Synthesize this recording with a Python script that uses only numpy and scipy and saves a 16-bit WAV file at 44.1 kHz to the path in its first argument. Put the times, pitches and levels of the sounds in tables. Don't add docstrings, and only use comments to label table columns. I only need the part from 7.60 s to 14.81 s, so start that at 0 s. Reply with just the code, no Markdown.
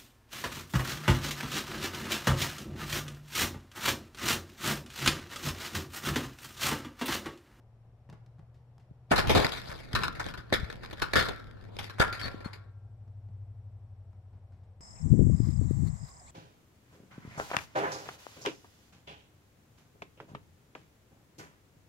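import sys
import numpy as np
from scipy import signal
from scipy.fft import rfft, irfft
from scipy.io import wavfile
from scipy.ndimage import uniform_filter1d

SR = 44100
rng = np.random.default_rng(int(sys.argv[2]) if len(sys.argv) > 2 else 0)


def store_wav(level_fs):
    pcm = np.round(np.clip(np.atleast_2d(level_fs), -1, 1) * 32767)
    wavfile.write(sys.argv[1], SR, pcm.T.astype(np.int16))


N = 317869
TIME = np.arange(N) / SR


def amp(db):
    return 10 ** (np.asarray(db) / 20)


def unit(x):
    return x / np.sqrt(np.mean(x ** 2) + 1e-18)


def curves(table):
    s, *columns = np.transpose(table)
    return [np.interp(TIME, s, c) for c in columns]


def add(out, s, x):
    i = int(s * SR)
    out[..., i:i + x.shape[-1]] += x[..., :N - i]


def excerpt(x, s, length):
    return x[..., int(s * SR):][..., :length]


def cut(x, hz, kind, order=2):
    sos = signal.butter(order, hz, kind, fs=SR, output="sos")
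    return signal.sosfilt(sos, signal.sosfilt(sos, x))


def through(x, response):
    return signal.oaconvolve(np.atleast_2d(x), np.atleast_2d(response), axes=-1)[:, :N]


def colour(points, size=2048):
    hz, db = np.transpose(points)
    grid = np.maximum(np.fft.rfftfreq(size, 1 / SR), 1)
    level = np.interp(np.log(grid), np.log(hz), db)
    cepstrum = irfft(np.log(amp(level)))
    cepstrum[1:size // 2] *= 2
    cepstrum[size // 2 + 1:] = 0
    return irfft(np.exp(rfft(cepstrum)))


def walk(rate):
    values = rng.standard_normal(N // 20)
    return np.interp(TIME * rate, np.arange(len(values)), values)


def split(x, low_hz, high_hz):
    rest = cut(x, low_hz, "high")
    return cut(x, low_hz, "low"), cut(rest, high_hz, "low"), cut(rest, high_hz, "high")


def registers(response, low_hz, high_hz):
    return [part / np.sqrt(np.sum(part ** 2)) for part in split(response, low_hz, high_hz)]


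# t/s, firing rate f/Hz, relative level/dB
ENGINE_COURSE = [(0, 113.5, -66.5), (.6, 116, -59), (1.3, 121.7, -63), (2.2, 123.4, -59), (3, 115.2, -59),
                 (3.6, 104.9, -61), (4.5, 101.5, -52), (5, 98.2, -55.5), (5.85, 97.9, -49.5),
                 (6.3, 94.3, -54), (6.8, 90.8, -58), (7.2, 88.26, -60.5)]
# multiple of the cycle rate, relative level/dB
ENGINE_LINES = [(4, -17), (5, 0), (7, -12), (8, 4), (9, -1.5), (10, -12), (11, -12), (17, -18)]


def engine(hum_db=0, room_hz=106, room_width_hz=26, waver_db=1.5):
    firing_hz, db = curves(ENGINE_COURSE)
    cycle_hz = firing_hz / 8
    phase = 2 * np.pi * np.cumsum(cycle_hz) / SR

    def lift(hz):
        return .2 + 1 / (1 + ((hz - room_hz) / (room_width_hz / 2)) ** 2)

    lines = 0
    for multiple, line_db in ENGINE_LINES:
        k = round(multiple)
        strength = amp(line_db + waver_db * walk(6.9)) * lift(k * cycle_hz)
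        lines = lines + strength * np.sin(k * phase + 2 * np.pi * rng.random())
    return np.sqrt(2) * lines / lift(firing_hz) * amp(db + hum_db)


# f/Hz, relative level per Hz/dB
AIR_SPECTRUM = [(100, -12), (170, -17.5), (252, -20), (450, -17.5), (750, -16), (900, -21), (1500, -28.5),
                (2310, -34.5), (4600, -44), (7000, -48.5), (15000, -54.5)]
AIR_DB = -70


def air(shared_hz=1300, rumble_db=-64):
    noise = rng.standard_normal((4, N))
    shared = cut(noise[0], shared_hz, "low", order=1)
    separate = cut(noise[1:3], shared_hz, "high", order=1)
    hiss = through(shared + separate, colour(AIR_SPECTRUM))
    hiss = hiss * amp(AIR_DB) / np.std(cut(hiss.mean(axis=0), 100, "high"))
    rumble = cut(cut(noise[3], 150, "low"), 25, "high", order=1)
    return hiss + unit(rumble) * amp(rumble_db)


WHINE_DOUBLES_S = 4.9


def whine(low_hz=5500, high_hz=8000, db=-95, pulse_hz=15):
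    gate = uniform_filter1d(1.0 * (np.sin(2 * np.pi * pulse_hz * TIME) > 0), size=200)
    gaps = (1 - gate) * (TIME > WHINE_DOUBLES_S)
    return amp(db) * (gate * np.sin(2 * np.pi * low_hz * TIME) + gaps * np.sin(2 * np.pi * high_hz * TIME))


# t/s, relative level/dB, softness/dB, decay time t/s
PAWFALLS = [(0.49, -56.5, 9, 0.011), (.499, -51, -6, 0.0027), (0.526, -53.5, 3.5, .014),
            (0.662, -66, -8, .004), (.785, -62, 7, 0.0026), (0.792, -57.5, 5.5, 0.0064),
            (0.943, -72.5, -5, 0.033), (1.181, -55, -2.5, 0.0017), (1.197, -72.5, -6, .025),
            (5.047, -70, 10, 0.0022), (5.477, -66, 3, 0.0057), (5.688, -64, 5, 0.0031),
            (6.53, -63.5, 6.5, .004), (6.73, -71.5, 7, .05), (6.92, -72.5, 1, 0.059), (7.032, -72, 2, .03)]


def steps(step_db=0, thump_db=4, scratch_db=-10, thump_linger_s=.005):
    force, t = np.zeros((3, N)), TIME[:SR // 5]
    for s, db, softness, length in PAWFALLS:
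        fades = np.exp(-t / (length + np.array([[thump_linger_s], [0], [0]])))
        shares = np.array([[thump_db + softness], [0], [scratch_db - softness]])
        add(force, s, amp(step_db + db + shares) * fades * rng.standard_normal(len(t)))
    mat = colour([(20, -32), (140, 15.5), (400, -11), (1400, -26), (2100, -28.5), (3000, -31.5),
                  (5000, -32.0), (13000, -50)])
    return sum(through(push, response) for push, response in zip(force, registers(mat, 470, 2100)))


ROOM_T60 = (.13, .48, .36)


def room(x, low_db=-13, mid_db=-8, high_db=-11):
    t = TIME[:SR * 3 // 4]
    noise = cut(rng.standard_normal((2, len(t))), 6800, "low", order=1)
    tail = 0
    for band, t60, db in zip(split(noise, 700, 2400), ROOM_T60, (low_db, mid_db, high_db)):
        decay = np.exp(-np.log(1000) * t / t60) * (1 - np.exp(-t / 0.005))
        tail = tail + amp(db) * band * decay / np.sqrt(np.sum(decay ** 2))
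    return through(x.mean(axis=0), tail)


# t/s, relative level/dB, f/Hz
SHOVES = [(1.311, -34, 126), (1.512, -8, 264), (1.679, -13.5, 67.6), (1.744, -13, 291), (1.778, -23, 41.2),
          (2.092, -31.5, 92.5), (2.339, -19, 93), (2.413, -28.5, 117), (2.584, -25.5, 97),
          (2.783, -31.5, 54.7), (2.925, -1.5, 560), (3.03, -19.5, 69), (3.393, -35, 95), (3.56, -12, 601),
          (4.399, -14, 127), (4.403, -0.5, 504), (4.744, -23, 290), (4.859, -20.5, 197)]


def thuds(thud_db=-1, cycles=0.63, rumble_db=-7, left_db=1, port_phase=0.23):
    out, t = np.zeros((2, N)), TIME[:SR // 6]
    buffet = unit(cut(cut(rng.standard_normal((2, N)), 180, "low"), 6.7, "high", order=1))
    for s, db, hz in SHOVES:
        fade = np.exp(-t * hz / cycles) * (1 - np.exp(-t / 0.00087))
        rock = np.sin(2 * np.pi * hz * t + np.array([[port_phase], [-port_phase]]))
        add(out, s, amp(db + thud_db) * fade * (rock + amp(rumble_db) * excerpt(buffet, s, len(t))))
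    return cut(out, 30, "high", order=1) * amp([[left_db], [-left_db]])


# t/s, relative level/dB, softness/dB (pad above 0, claw below), nominal skid time t/s
BLOWS = [(1.508, -34.5, 0.5, .008), (1.5135, -21.5, 5, 0.026), (1.559, -29, -9.5, 0.039),
         (1.58, -27, 1.5, 0.024), (1.671, -33.5, -2.5, 0.028), (1.695, -22, 5.5, 0.037),
         (1.75, -22.5, 7.5, 0.05), (1.8453, -21, 3.5, 0.006), (1.867, -25.5, -9, 0.0014),
         (1.92, -35.5, -7, 0.03), (2.331, -36.5, -16.5, 0.0044), (2.351, -24, -2.5, 0.016),
         (2.434, -29, -4, 0.022), (2.481, -27.5, -2.5, 0.0026), (2.55, -47, -0.5, 0.028),
         (2.596, -33, -3, 0.016), (2.664, -32, 7, 0.0034), (2.685, -39.5, -1, 0.011), (2.739, -41, 0, .01),
         (2.775, -42.5, 2.5, 0.018), (2.926, -22, 5, 0.01), (2.937, -26.5, -5, 0.022),
         (3.1, -40.5, 1, 0.011), (3.234, -45, 6, 0.018), (3.31, -42.5, 0.5, 0.0069), (3.329, -37, 6, .008),
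         (3.4185, -25, 1.5, 0.016), (3.534, -24.5, 2, 0.013), (3.556, -21, 3.5, 0.041),
         (4.167, -40, 2, 0.0031), (4.188, -34.5, -5, 0.019), (4.297, -40.5, -0.5, 0.011),
         (4.384, -44.5, -3.5, 0.04), (4.398, -19.5, 3, 0.011), (4.413, -25.5, -2.5, 0.025),
         (4.5255, -39.5, -7, 0.041), (4.595, -47.5, -24, 0.041), (4.804, -51, 8, 0.013),
         (4.845, -48, -2.5, 0.033), (4.931, -49, -15.5, 0.022)]


def brushes(brush_db=-16, lead_s=0.0035, edge_db=-9):
    graze, t = np.zeros(N), TIME[:SR // 20]
    for s, db, _, _ in BLOWS:
        add(graze, s - t[-1], amp(db + brush_db) * np.exp((t - t[-1]) / lead_s))
    return amp([[[0]], [[0]], [[edge_db]]]) * graze * rng.standard_normal((2, N))


LEANS_S, LEAVES_S, EASE_OFF_S = 1.5, 5.15, 0.29


def touch():
    return np.clip((TIME - LEANS_S) / .015, 0, 1) * np.clip((LEAVES_S - TIME) / EASE_OFF_S, 0, 1)


RESTING_DB = -61
# t/s of firmest pressure, pressure level/dB, softness/dB, swell time t/s, release time t/s
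FUR_STROKES = [(1.595, -32, 3, .025, 0.015), (1.65, -45.5, 9.5, .03, 0.047), (1.769, -33, -1.5, .04, 0.1),
               (1.95, -45.5, -3.5, 0.055, 0.13), (2.109, -45.5, -4.5, 0.049, 0.11),
               (2.388, -37, 3, .04, 0.07), (2.658, -47, -0.5, .06, .09), (2.96, -44.5, 1, 0.027, 0.11),
               (3.125, -51, 0, .015, 0.029), (3.24, -47, -2, .018, 0.028), (3.45, -46, -0.5, .09, 0.08),
               (3.59, -35.5, -3.5, .015, 0.079), (3.69, -38.5, 5.5, 0.016, 0.037),
               (4.24, -46.5, -5, .035, 0.061), (4.471, -42.5, 4, .02, 0.031), (4.645, -40.5, 1, .03, 0.062)]


def contact():
    power, soft = amp(RESTING_DB) ** 2, 0
    for s, db, softness, swell, release in FUR_STROKES:
        away = np.maximum((s - TIME) / swell, (TIME - s) / release)
        stroke = (amp(db) * np.exp(-away)) ** 2
        power, soft = power + stroke, soft + stroke * softness
    return 10 * np.log10(power), soft / power


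FIRM_DB = -36
WEIGHT_DB, WEIGHT_SLOPE = -37, 0.61
HISS_DB, HISS_SLOPE = -40, 1.3


def weight_of(pressure, softness):
    return WEIGHT_DB + WEIGHT_SLOPE * (pressure - FIRM_DB) + softness


def slips(per_s, spread_db):
    clicks = rng.random(N) < per_s / SR
    sizes = clicks * amp(spread_db * np.minimum(rng.exponential(size=N), 4))
    return unit(sizes * rng.standard_normal((2, N)))


def rubbing(body_db=-1, patchy_db=3, grip_db=-57, bristle_db=2, hiss_per_softness=.9, edge_echo=0.49,
            lag_s=.0005, slide_s=.00018):
    pressure, softness = contact()
    hiss = HISS_DB + HISS_SLOPE * (pressure - FIRM_DB) - hiss_per_softness * softness + bristle_db * walk(45)
    grip = 1 / (1 + amp(grip_db - pressure))
    crackle = slips(per_s=2700, spread_db=-0.5) * amp(patchy_db * walk(110))
    drag = np.sqrt(grip) * crackle + (1 - grip) * rng.standard_normal((2, N))
    echo_time = TIME - lag_s - slide_s * walk(9)
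    earlier = np.clip(np.round(echo_time * SR), 0, N - 1).astype(int)
    drag = (drag + edge_echo * drag[:, earlier]) / np.hypot(1, edge_echo)
    levels = amp([weight_of(pressure, softness), pressure + body_db, hiss])
    return levels[:, None] * drag * touch()


def snags(per_s=40, snag_db=4, spread_db=3, skid_s=0.0018, weight_db=-4, edge_db=0, catch_db=-54):
    pressure, _ = contact()
    rate = per_s / (1 + amp(catch_db - pressure) ** 2)
    starts = (rng.random(N) < rate / SR) * amp(spread_db * np.clip(rng.standard_normal(N), -2, 2))
    fades = through(starts, np.exp(-TIME[:SR // 20] / skid_s))
    levels = amp([[[weight_db]], [[0]], [[edge_db]]]) * amp(pressure + snag_db)
    return levels * touch() * fades * rng.standard_normal((2, N))


def fur_rumble(rumble_db=-1, top_hz=140, uneven_db=3):
    pumped = cut(cut(rng.standard_normal((2, N)), top_hz, "low", order=1), 16, "high", order=1)
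    return unit(pumped) * amp(weight_of(*contact()) + rumble_db + uneven_db * walk(25)) * touch()


def knocks(knock_db=1, weight_db=0, edge_db=-5, edge_per_softness=0.29, weight_lasts=0.87, edge_lasts=0.8,
           edge_echo=0.62):
    force, grit = np.zeros((3, 2, N)), slips(per_s=5000, spread_db=1)
    t = TIME[:SR // 6]
    lags = rng.integers(4, 36, len(BLOWS))
    for (s, db, softness, skid), lag in zip(BLOWS, lags):
        shares = (weight_db + softness, 0, edge_db - edge_per_softness * softness)
        for register, share_db, lasts in zip(force, shares, (weight_lasts, 1, edge_lasts)):
            fade = np.exp(-t / max(skid * lasts, .0005))
            run = excerpt(grit, s, len(t)) * fade
            run = unit(run + edge_echo * np.roll(run, lag, axis=1)) * np.sqrt(np.mean(fade ** 2))
            add(register, s, amp(knock_db + db + share_db) * run)
    return force


# t/s, freedom to ring as level/dB
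RINGING_FREEDOM = [(1.5, -11.5), (2.6, -6), (3.5, -6.5), (4.1, -5.5), (4.38, 1), (5, 3.5)]


def damped(force, per_freedom=0.16, middle_db=2):
    dull, middle, sharp = force
    return np.array([dull, middle * amp(middle_db + per_freedom * curves(RINGING_FREEDOM)[0]), sharp])


# f/Hz, bandwidth f/Hz, relative level/dB at the left port, the same at the right
SHELL_MODES = [(560, 120, -2, -3.5), (980, 220, -5.5, 4), (1500, 230, 10, -9), (1504, 480, 0.5, -7.5),
               (1762, 220, -4.5, 5.5), (3046, 67, -30, -11.5), (3610, 500, -5, -33),
               (4320, 100, -0.5, -14.5), (4320, 600, -15.5, -22), (11570, 300, -12.5, -37)]
# f/Hz, relative level/dB
PORT_SPECTRUM = [(60, 12), (200, -4), (500, 1.5), (900, 7), (1400, -2.5), (2200, 2.5), (2700, -5.5),
                 (4800, -3.5), (5800, -16), (8000, -20.5), (10000, -22.5), (12500, -16.5), (15000, -49)]


def housing(force, direct_db=-1, shell_db=0, left_db=(.8, .8, 2)):
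    direct = colour(PORT_SPECTRUM)
    t = TIME[:len(direct)]
    shell = 0
    for k, (hz, width, left, right) in enumerate(SHELL_MODES):
        decay = 2 * np.pi * width / SR * np.exp(-np.pi * width * t)
        mode = (-1) ** k * decay * np.sin(2 * np.pi * hz * t)
        right_sign = 1 if k else -1
        shell = shell + np.outer([amp(left), amp(right) * right_sign], mode)
    whole = np.vstack([direct * amp(direct_db), shell * amp(shell_db)])
    out = 0
    for push, response, lean in zip(force, registers(whole, 670, 2500), left_db):
        beside = through(push, response[0]) * amp([[lean], [-lean]])
        out = out + beside + through(push[0], response[1:])
    return cut(out, 85, "high", order=1)


# f/Hz, relative level/dB, reverberation time t60/s
MOUNT_MODES = [(1014, -2, 0.7), (1114, 1.5, 0.59), (1250, 1, 0.66), (1393, 6, 0.43), (1382, -3, 1),
               (1337, 2, 0.86), (1595, -4, 1), (1622, 2, 0.38), (1750, 1, 0.1483)]


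def mount(shake, ring_db=-61, right_db=-3):
    t = TIME[:SR]
    ring = 0
    for hz, db, t60 in MOUNT_MODES:
        ring = ring + amp(db) * np.exp(-np.log(1000) * t / t60) * np.sin(2 * np.pi * hz * t)
    drive = shake.mean(axis=0) * amp(curves(RINGING_FREEDOM)[0])
    return through(drive, ring * amp(ring_db)) * amp([[0], [right_db]])


# t/s, length t/s, f/Hz, level/dB (peak rms at the left port)
CLAW_SQUEAKS = [(3.575, 0.057, 4260, -34.5), (4.589, 0.014, 3190, -41.5), (4.605, 0.078, 4440, -36.5),
                (4.84, 0.037, 4290, -45.5)]


def squeaks(waver=0.016, right_db=-7):
    out, wobble = np.zeros(N), walk(1000)
    for s, length, hz, db in CLAW_SQUEAKS:
        n = int(length * SR)
        phase = 2 * np.pi * np.cumsum(hz * (1 + waver * excerpt(wobble, s, n))) / SR
        add(out, s, amp(db) * np.sqrt(2) * np.hanning(n) * np.sin(phase))
    return out * amp([[0], [right_db]])


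def scene(far_left_db=1, steps_room_db=8):
    paws = steps()
    far = (paws + engine() + air()) * amp([[far_left_db], [-far_left_db]])
    force = brushes() + knocks() + rubbing() + snags()
    shake = housing(damped(force)) + squeaks()
    echoes = room(shake + paws * amp(steps_room_db))
    return shake + mount(shake) + thuds() + fur_rumble() + echoes + far + whine()


def record(dry, ceiling=.25, top_hz=15300):
    squashed = dry / (1 + (dry / ceiling) ** 6) ** (1 / 6)
    return signal.sosfilt(signal.ellip(8, .2, 70, top_hz, fs=SR, output="sos"), squashed)


dry = scene()
out = record(dry)
store_wav(out)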